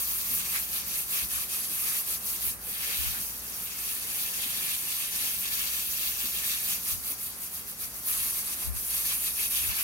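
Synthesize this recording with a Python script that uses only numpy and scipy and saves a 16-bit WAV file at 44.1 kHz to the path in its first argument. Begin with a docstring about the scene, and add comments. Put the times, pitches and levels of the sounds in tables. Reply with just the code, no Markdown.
"""Hosing a fish on a wooden table

A garden hose sprays a fish held over wet boards, half a metre from a phone's two microphone ports.
Fine droplets hiss, bigger drops spatter, and the heaviest drum on fish and wood as the hand sweeps the jet.
The boards ring in their modes, bubbles resonate, water drips, and table, post and body return short echoes.
Beneath lie soft handling bumps, light wind on the microphone and the hum of a distant motor."""
import sys
import numpy as np
from scipy import signal
from scipy.fft import rfft, irfft, next_fast_len
from scipy.io import wavfile

SR = 44100
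rng = np.random.default_rng(int(sys.argv[2]) if len(sys.argv) > 2 else 0)


def materialize(psi):
    """Save the field psi as 16-bit PCM at rate SR to the path in sys.argv[1].

    A 1-D psi becomes a single channel; in a 2-D psi each row is a channel.
    """
    bounded = np.clip(np.atleast_2d(psi).T, -1, 1)
    quanta = np.round(bounded * 32767).astype(np.int16)
    wavfile.write(sys.argv[1], SR, quanta)


N = 433503
TIME = np.arange(N) / SR
SIZE = next_fast_len(N + 2048, True)
BINS = np.maximum(np.arange(SIZE // 2 + 1) * SR / SIZE, 1)  # f/Hz


def spray():
    """Jet break-up: three sizes of drop arrive in clumps, which modulate their common amplitude."""
    hiss_db, spatter_db, drum_db, on_fish = hand()
    impacts = undb(spatter_db) * spatter() * pan(2.2) + undb(drum_db) * drumming(on_fish) * pan(2.3)
    splash = splutter(widen(ringing_boards(impacts)), depth_db=1.7)
    clumps = undb(0.19 * walk(600) + 0.37 * walk(80) + 0.49 * walk(30))
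    water = (undb(hiss_db) * hiss() + splash) * clumps
    return water + echoes(water, wander_ms=0.05)


def hand():
    """Source motion: distance and aim set three levels (dB) and the share of the jet on the fish."""
    # the jet carried nearer and further: t/s, relative hiss level/dB, splash re hiss/dB
    jet = [(0.0, -27, -9), (0.34, -27.5, -8), (0.53, -27, -7.5), (1.18, -27, -7), (1.38, -27.5, -6.5),
           (1.86, -27, -7.5), (2.5, -28, -8.5), (2.68, -32, -10.5), (2.77, -32.5, -5.5), (2.84, -31, -4),
           (2.97, -30.5, -4), (3.3, -31.5, -7.5), (3.91, -30.5, -7), (4.54, -30.5, -4.5), (5.2, -28, -5.5),
           (5.64, -31, -3.5), (6.45, -31, -2.5), (6.94, -24, -7), (7.32, -35, -8.5), (8.04, -27.5, -9.5),
           (8.09, -26, -8), (8.56, -29, -8), (8.96, -24.5, -8.5), (9.13, -26.5, -8), (9.3, -25, -7.5),
           (9.83, -27.5, -9.5)]
    # where it lands: t/s, share on the fish (the rest hits the boards)
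    aim = [(0, 0.15), (.6, 0.54), (1.2, 0.6), (1.8, 0.5), (2.2, 0.2), (2.6, 0.5), (2.9, 0.94), (3.4, 0.2),
           (4.2, 0.93), (5, 0.87), (5.7, 0.9), (6.6, 0.89), (7.1, 0.08), (8, 0.32), (8.7, 0.3), (9.1, 0.7),
           (9.83, 0.8)]
    # the wrist swings it off its mark and back: t/s, half length/s, hiss loss/dB, splash loss/dB
    swings = [(0.074, 0.059, 5, -0.5), (0.25, 0.044, 5.5, 0.5), (0.444, 0.042, 6.5, 1),
              (0.67, 0.047, 8.5, 5.5), (0.829, 0.021, 5, 3), (0.878, 0.048, 6.5, 3.5), (1.06, 0.031, 8, 7),
              (1.279, 0.024, 6, 7), (1.474, 0.025, 7.5, 6.5), (1.683, 0.067, 3.5, 3.5),
              (2.046, 0.022, 7, 5), (2.205, 0.032, 10.5, 7.5), (2.39, 0.023, 8.5, 4),
              (2.581, 0.036, 14, 11), (3.428, 0.13, 7.5, 4), (3.733, 0.051, 6.5, 1.0), (4.025, 0.054, 2, 1),
              (4.293, 0.039, 1, 1), (4.816, 0.038, 1, 2.5), (5.11, 0.039, 3.5, 3.5), (5.373, 0.043, 1.5, 3),
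              (5.487, 0.024, 2.5, 0), (5.903, 0.061, 0.5, 3), (6.152, 0.032, 3, 3.5),
              (6.316, 0.029, 1.5, 3), (6.465, 0.015, -3, 1), (6.617, 0.036, 2, 4.5), (6.817, 0.038, 9, 8.5),
              (6.99, 0.042, 12, 9.5), (7.165, 0.021, 10, 4.5), (7.346, 0.031, 4, 0.5), (7.504, 0.019, 7, 2),
              (7.644, 0.036, 10, 5.5), (7.76, 0.03, 12, 7), (7.91, 0.034, 13, 7), (8.016, 0.034, 11, 7.5),
              (8.325, 0.02, 2, 1.5), (8.437, 0.02, 3.5, 3), (8.566, 0.024, 5.5, 3),
              (8.716, 0.034, 10.5, 11), (8.849, 0.048, 5, 6.5), (9.015, 0.036, 3, 2.5),
              (9.195, 0.026, 2, 4.5), (9.337, 0.027, 6, 8.5), (9.488, 0.014, 4, 6), (9.732, 0.025, 5, -2.5)]
    times, level_db, splash_db = np.transpose(jet)
    jet_db = np.interp(TIME, times, level_db)
    landing_db = jet_db + np.interp(TIME, times, splash_db)
    on_fish = curve(aim)
    hiss_loss, splash_loss = np.zeros((2, N))
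    for when, half_length, hiss_lost_db, splash_lost_db in swings:
        away = bell(when, half_length)
        hiss_loss += hiss_lost_db * away
        splash_loss += splash_lost_db * away
    hiss_db = jet_db + 1.27 - hiss_loss
    spatter_db = landing_db - 3.5 - splash_loss
    # heavy drops keep to the core of the jet, so a swing loses more of them
    drum_db = landing_db - 11.5 + 4 * on_fish - 1.68 * splash_loss
    return hiss_db, spatter_db, drum_db, on_fish


def hiss():
    """Shot noise: dense fine droplets merge into a hiss whose lower edge shifts with nozzle angle."""
    # spectrum of fine droplets: f/Hz, relative level/dB
    spectrum = [(5000, -30.5), (8000, -11.5), (9800, -4), (11200, 0.5), (12300, -2.5), (13600, -1),
                (15800, -1.5)]
    # the finest mist, at the very top of the hiss: t/s, gain/dB
    mist = [(0, 2.5), (1.2, -0.5), (1.7, -4), (2.4, 0.5), (2.7, -0.5), (3.6, 0.5), (4.3, -1), (5, -3.5),
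            (5.6, 1), (6.2, 2.5), (6.8, -1), (7.3, -2), (8, 1), (8.5, -6), (9, -3), (9.4, -7), (9.83, 1)]
    # angle of the nozzle: t/s, slant (above 0 the hiss is thinner)
    slant = [(0, 0.42), (1.8, -.1), (2.3, .4), (2.9, -0.11), (6.6, -0.071), (7, 1), (8.7, 1), (9.83, .4)]
    from_nozzle = np.array([delay(ms=0.084), delay(ms=0)])
    droplets = shower(rate=18000, spread_db=5, paths=from_nozzle, stray_db=-51)
    fine = unit(through(droplets, colour(spectrum) * ports()))
    edge_shift = resonance(9100, width_hz=380) - resonance(8900, width_hz=380)
    edge = undb(-6) * curve(slant) * through(fine, edge_shift)
    top = through(fine, 1 / (1 + (13000 / BINS) ** 14))
    mist_gain = undb(curve(mist) + 1.5 * walk(26))
    return fine + edge + top * (mist_gain - 1)


def spatter():
    """Impact noise: bigger drops land mostly as strays, nearly incoherent between the ports."""
    # spectrum of bigger drops: f/Hz, relative level/dB
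    spectrum = [(1500, -18.5), (2800, -6), (3600, -2), (4400, 0.5), (5800, 6), (6600, 6), (7300, 6.5),
                (8800, 1.5), (11000, -13), (16000, -41)]
    impacts = shower(rate=11000, spread_db=3.5, paths=landing(bounce_db=-14), stray_db=12.5)
    return unit(through(impacts, colour(spectrum) * ports()))


def drumming(on_fish):
    """Impact excitation: fish and boards share the power of the heaviest drops, and the water froths."""
    # response of the fish's open belly: f/Hz, relative level/dB
    belly = [(300, -47), (750, -23), (1300, -18.5), (1750, 9), (2100, -3), (2600, 7), (3050, 7), (3600, 7),
             (4500, 5), (8000, -15.5)]
    # response of the boards, which ring lower: f/Hz, relative level/dB
    boards = [(300, -14), (700, -8.5), (1200, 2.5), (1600, -2), (2200, -8), (3000, -8), (4500, -2.5),
              (8000, -9)]
    heavy = shower(rate=6000, spread_db=4.5, paths=landing(bounce_db=-6.5), stray_db=-1.5)
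    fish = unit(through(heavy, colour(belly) * ports()))
    wood = unit(through(heavy, colour(boards) * ports()))
    froth = bubbles(rate=650, low_hz=1400, high_hz=5500, q=22, spread_db=12)
    froth = through(froth, landing(bounce_db=-8))
    return np.sqrt(on_fish) * fish + np.sqrt(1 - on_fish) * wood + undb(-11.5) * froth


def bubbles(rate, low_hz, high_hz, q, spread_db):
    """Bubble resonance: air trapped in the water film rings briefly, rising in pitch as it surfaces."""
    out, t = np.zeros(N + 1024), np.arange(1024) / SR
    for when, pitch, strength in rng.random((int(rate * N / SR), 3)):
        hz = low_hz * (high_hz / low_hz) ** pitch
        age = t * hz / q
        rise = 1 + 0.07 * np.minimum(age, 2)
        envelope = undb(spread_db * strength ** 2) * np.exp(-np.pi * age)
        start = int(when * N)
        out[start:start + len(t)] += envelope * np.sin(2 * np.pi * hz * t * rise)
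    return unit(out[:N])


def shower(rate, spread_db, paths, stray_db):
    """Coherence: aimed drops reach both ports by the given paths; strays differ at each port."""
    aimed = unit(through(drops(rate, spread_db), paths))
    strays = np.array([drops(rate, spread_db), drops(rate, spread_db)])
    return aimed + undb(stray_db) * strays


def drops(rate, spread_db):
    """Random impulse train: on average rate impacts a second, of log-normal size."""
    lands = rng.random(N) < rate / SR
    size = undb(spread_db * np.clip(rng.standard_normal(N), -2, 2))
    return unit(lands * size * rng.choice([-1, 1], N))


def landing(bounce_db):
    """Comb filtering: the direct sound and its bounce off the wet boards interfere, sounding hollow."""
    right_phase_rad = 1.3
    direct = np.array([delay(ms=0), delay(ms=0.48) * np.exp(1j * right_phase_rad)])
    return direct * (1 + undb(bounce_db) * delay(ms=0.84))


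def ringing_boards(x):
    """Modal resonance: the boards ring under the water and reach both ports alike."""
    # modes of the wet table: f/Hz, bandwidth/Hz, level re the direct sound/dB
    modes = [(1150, 25, -4), (1245, 35, -3), (1795, 30, -2), (2168, 35, 0), (2365, 50, -4), (2564, 70, -7),
             (2723, 55, -3), (3015, 30, 0), (3189, 25, 0), (3832, 30, -2.5), (4152, 35, -0.5),
             (5339, 70, -4)]
    response = sum(undb(db) * resonance(hz, width) for hz, width, db in modes)
    return x + through(x.mean(axis=0), response)


def widen(x):
    """Decorrelation: splash from all round strengthens the difference between the ports."""
    # weighting of the left-right difference: f/Hz, gain/dB
    width = [(700, 4), (1300, 3), (1600, 0), (2100, 8), (2450, 7), (2850, 4.5), (3400, 3), (4200, 0),
             (4800, 4.5), (5500, -1.5), (7300, 0), (8600, 0)]
    side = through((x[0] - x[1]) / 2, colour(width))
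    return x.mean(axis=0) + np.array([side, -side])


def splutter(x, depth_db):
    """Amplitude modulation: as the splash changes shape, each half-octave band swells and sinks alone."""
    spectrum, out = rfft(x, SIZE), 0
    half_octaves = np.clip(np.log2(BINS / 1000) * 2, 0, 7)
    for band in range(8):
        share = np.maximum(1 - np.abs(half_octaves - band), 0)
        out = out + irfft(spectrum * share, SIZE)[:, :N] * undb(depth_db * walk(52))
    return out


def echoes(x, wander_ms):
    """Early reflections: their paths lengthen and shorten as the hand moves the jet."""
    # off boards, arm, post and chest: left delay/ms, right delay/ms, level/dB
    reflections = [(1.83, 1.52, -20), (2.36, 3.36, -21), (4.71, 3.81, -20), (5.55, 5.04, -17),
                   (6.23, 5.85, -20), (6.92, 6.9, -20), (12.78, 9.6, -24)]
    dull = through(x, 1 / (1 + (BINS / 8000) ** 4))  # rough wet surfaces scatter the treble away
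    out = np.zeros((2, N))
    for left, right, db in reflections:
        shift_ms = wander_ms * walk(5)
        for port, ms in enumerate((left, right)):
            out[port] += undb(db) * np.interp(TIME - (ms + shift_ms) / 1000, TIME, dull[port])
    return out


def ports():
    """Frequency response: each microphone port has its own peaks and dips in the treble."""
    # peaks and dips: f/Hz, half width/Hz, left gain/dB, right gain/dB
    bands = [(4600, 350, 0, -1.5), (5225, 90, -11, -11), (6450, 280, -1.5, 0), (7520, 180, -14, -13),
             (7800, 200, 1.5, 1), (8700, 520, 0, 7), (9250, 500, -3.5, 0), (9480, 110, 0, -4.5)]
    return undb(sum(np.array([[left], [right]]) * np.exp(-((BINS - hz) / width) ** 2)
                    for hz, width, left, right in bands))


def splats():
    """Cavity resonance: the jet catches a hollow of the fish, with a dull slap and a bright spit."""
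    # ring of each hollow: t/s, half length/s, f/Hz, level/dB
    hollows = [(.405, 0.013, 2620, -43), (.558, 0.018, 2130, -34.5), (.77, 0.025, 2520, -50),
               (.96, 0.019, 2500, -50), (1.18, 0.038, 2520, -41), (1.385, 0.036, 2500, -56),
               (1.94, 0.036, 1890, -46.5), (2.84, 0.015, 2160, -41.5), (2.925, 0.044, 2560, -42),
               (3.04, 0.04, 2800, -41), (3.165, 0.022, 1690, -44), (4.45, 0.034, 3500, -42),
               (4.68, 0.034, 2420, -44), (4.72, 0.031, 3900, -43), (5.28, 0.041, 3320, -44),
               (5.64, .04, 2720, -45), (6.04, .03, 4300, -42), (6.39, .022, 3650, -47),
               (6.53, 0.027, 3900, -37), (6.9, 0.018, 2600, -47), (7.835, 0.013, 2210, -48),
               (8.27, 0.022, 2400, -52), (9.12, 0.028, 2410, -43), (9.42, 0.02, 2600, -44),
               (9.575, 0.025, 3300, -38), (9.71, 0.024, 2370, -43), (9.8, 0.02, 2530, -36)]
    ring = swells(hollows, width_share=0.36, side_db=1.5)
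    slap = undb(-7.5) * swells(hollows, width_share=0.79, side_db=5, pitch_ratio=0.56)
    spit = undb(-2.5) * swells(hollows, width_share=1.0, side_db=0, pitch_ratio=1.88)
    return ring + slap + spit


def runoff():
    """Impact noise: water drips steadily off the fish and the table."""
    # spectrum of the drips: f/Hz, relative level/dB
    spectrum = [(500, -22), (1500, 5), (2700, -15), (5000, 4.5), (8000, -19), (14000, -17)]
    drips = shower(rate=3800, spread_db=5, paths=landing(bounce_db=-15), stray_db=-16)
    return undb(-60) * unit(through(drips, colour(spectrum)))


def handling():
    """Heavy damping: soft bumps of handling give brief, low bands of noise."""
    # bumps: t/s, half length/s, f/Hz, level/dB
    bumps = [(.34, .06, 170, -50), (1.25, .02, 210, -53), (1.71, .018, 280, -53), (2.68, .015, 430, -53),
             (2.9, .022, 400, -54), (3.19, .025, 200, -53), (4.46, .012, 220, -52), (6.25, .012, 240, -48),
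             (7.11, .012, 290, -50), (8.26, .012, 220, -52)]
    return swells(bumps, width_share=0.7, side_db=-10)


def wind():
    """Turbulence: gusts on the microphone make short, deep rumbles."""
    # gusts: t/s, half length/s, f/Hz, level before panning/dB
    gusts = [(1.25, 0.025, 55, -46.5), (1.38, 0.031, 75, -47), (2.48, .05, 58, -47),
             (3.04, 0.056, 62.3, -38.5), (5.52, 0.016, 62, -50), (6.95, 0.038, 68, -42),
             (7.84, .029, 62, -50), (8.18, .06, 60.4, -48), (8.72, 0.048, 56, -34.5),
             (9.67, 0.048, 62, -39.5)]
    return swells(gusts, width_share=0.68, side_db=8) * pan(4.4)


def motor():
    """Line spectrum: the partials of a distant motor waver together in pitch, and some beat slowly."""
    # partials: f/Hz, level/dB, beat depth (0-1)
    partials = [(58, -60, 0.46), (119, -65.5, 0), (174.2, -67.5, 0.23), (234.5, -67.5, 0), (749, -72, 0)]
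    period_s, crest_s = 2.91, 0.24
    beat = np.cos(2 * np.pi * (TIME - crest_s) / period_s)
    drift_s = np.cumsum(0.00695 * walk(9)) / SR
    hum = np.zeros(N)
    for hz, db, depth in partials:
        amplitude = np.sqrt(2) * undb(db + 1.1 * walk(9.9)) * (1 + depth * beat)
        hum += amplitude * np.sin(2 * np.pi * hz * (TIME + drift_s))
    return hum


def open_air():
    """Diffuse field: long waves arrive much alike at both ports, while a breeze rumbles at each alone."""
    # outdoor noise: f/Hz, relative level/dB
    spectrum = [(20, -21), (40, -6), (75, 1.5), (140, -6.5), (190, 1), (245, -4.5), (300, -5.5), (450, -7),
                (650, -10), (1200, -10.5), (2500, -17.5), (8000, -64)]
    apart = np.clip(0.44 + BINS / 1100, 0, 2)
    common = through(rng.standard_normal(N), colour(spectrum))
    separate = through(rng.standard_normal((2, N)), colour(spectrum) * apart)
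    air = unit(common + separate) * undb(-51.5 + 0.91 * walk(7.6))
    breeze = unit(through(rng.standard_normal((2, N)), resonance(50, width_hz=67) ** 2))
    return air + breeze * undb(-64.5 + 2.2 * walk(11))


def swells(rows, width_share, side_db, pitch_ratio=1):
    """Band-limited noise in bell-shaped bursts; side_db is the part in antiphase at the two ports."""
    out = np.zeros((2, N))
    for when, half_length, hz, db in rows:
        envelope = bell(when, half_length)
        near = envelope > 0
        mid, side = rng.standard_normal((2, SR))[:, :near.sum()]
        noise = mid + undb(side_db) * np.array([side, -side])
        b, a = signal.iirpeak(hz * pitch_ratio, 1 / width_share, fs=SR)
        ring = signal.lfilter(b, a, signal.lfilter(b, a, noise))
        out[:, near] += unit(ring) * undb(db) * envelope[near]
    return out


def bell(when, half_length):
    """Gaussian envelope with a peak of 1; both arguments in seconds."""
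    out = np.zeros(N)
    near = np.abs(TIME - when) < 4 * half_length
    out[near] = np.exp(-((TIME[near] - when) / half_length) ** 2 / 2)
    return out


def curve(points):
    """Linear interpolation of (t/s, value) points."""
    return np.interp(TIME, *np.transpose(points))


def walk(rate):
    """Random fluctuation of rms 1, changing rate times a second."""
    return unit(np.interp(TIME * rate, np.arange(N // 8), rng.standard_normal(N // 8)))


def through(x, response):
    """Linear filtering: the spectrum is multiplied by a frequency response."""
    return irfft(rfft(x, SIZE) * response, SIZE)[..., :N]


def colour(points):
    """Magnitude response joining (f/Hz, level/dB) points on a log-frequency axis."""
    hz, db = np.transpose(points)
    return undb(np.interp(np.log(BINS), np.log(hz), db))


def resonance(hz, width_hz):
    """Response of a damped oscillator, gain 1 at its centre."""
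    return 1 / (1 + 1j * (BINS ** 2 - hz ** 2) / (BINS * width_hz))


def delay(ms):
    """Pure delay: phase lag grows in proportion to frequency."""
    return np.exp(-2j * np.pi * BINS * ms / 1000)


def pan(left_db):
    """Left and right gains for a level difference."""
    return undb(np.array([[left_db], [-left_db]]) / 2)


def undb(db):
    """Decibels to amplitude ratio."""
    return 10 ** (np.asarray(db) / 20)


def unit(x):
    """Normalisation to rms 1."""
    return x / np.sqrt(np.mean(x ** 2))


def scene():
    """Superposition: water, handling and wind add over the motor and the open air."""
    return spray() + splats() + runoff() + handling() + wind() + (motor() + open_air()) * pan(2)


def record(dry):
    """Band limiting: the phone cuts the deepest rumble and, steeply, the top."""
    low_hz, top_hz = 34, 15800
    lean = signal.sosfilt(signal.butter(4, low_hz, "highpass", fs=SR, output="sos"), dry)
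    return signal.sosfilt(signal.ellip(12, .1, 80, top_hz, fs=SR, output="sos"), lean)


dry = scene()
out = record(dry)
materialize(out)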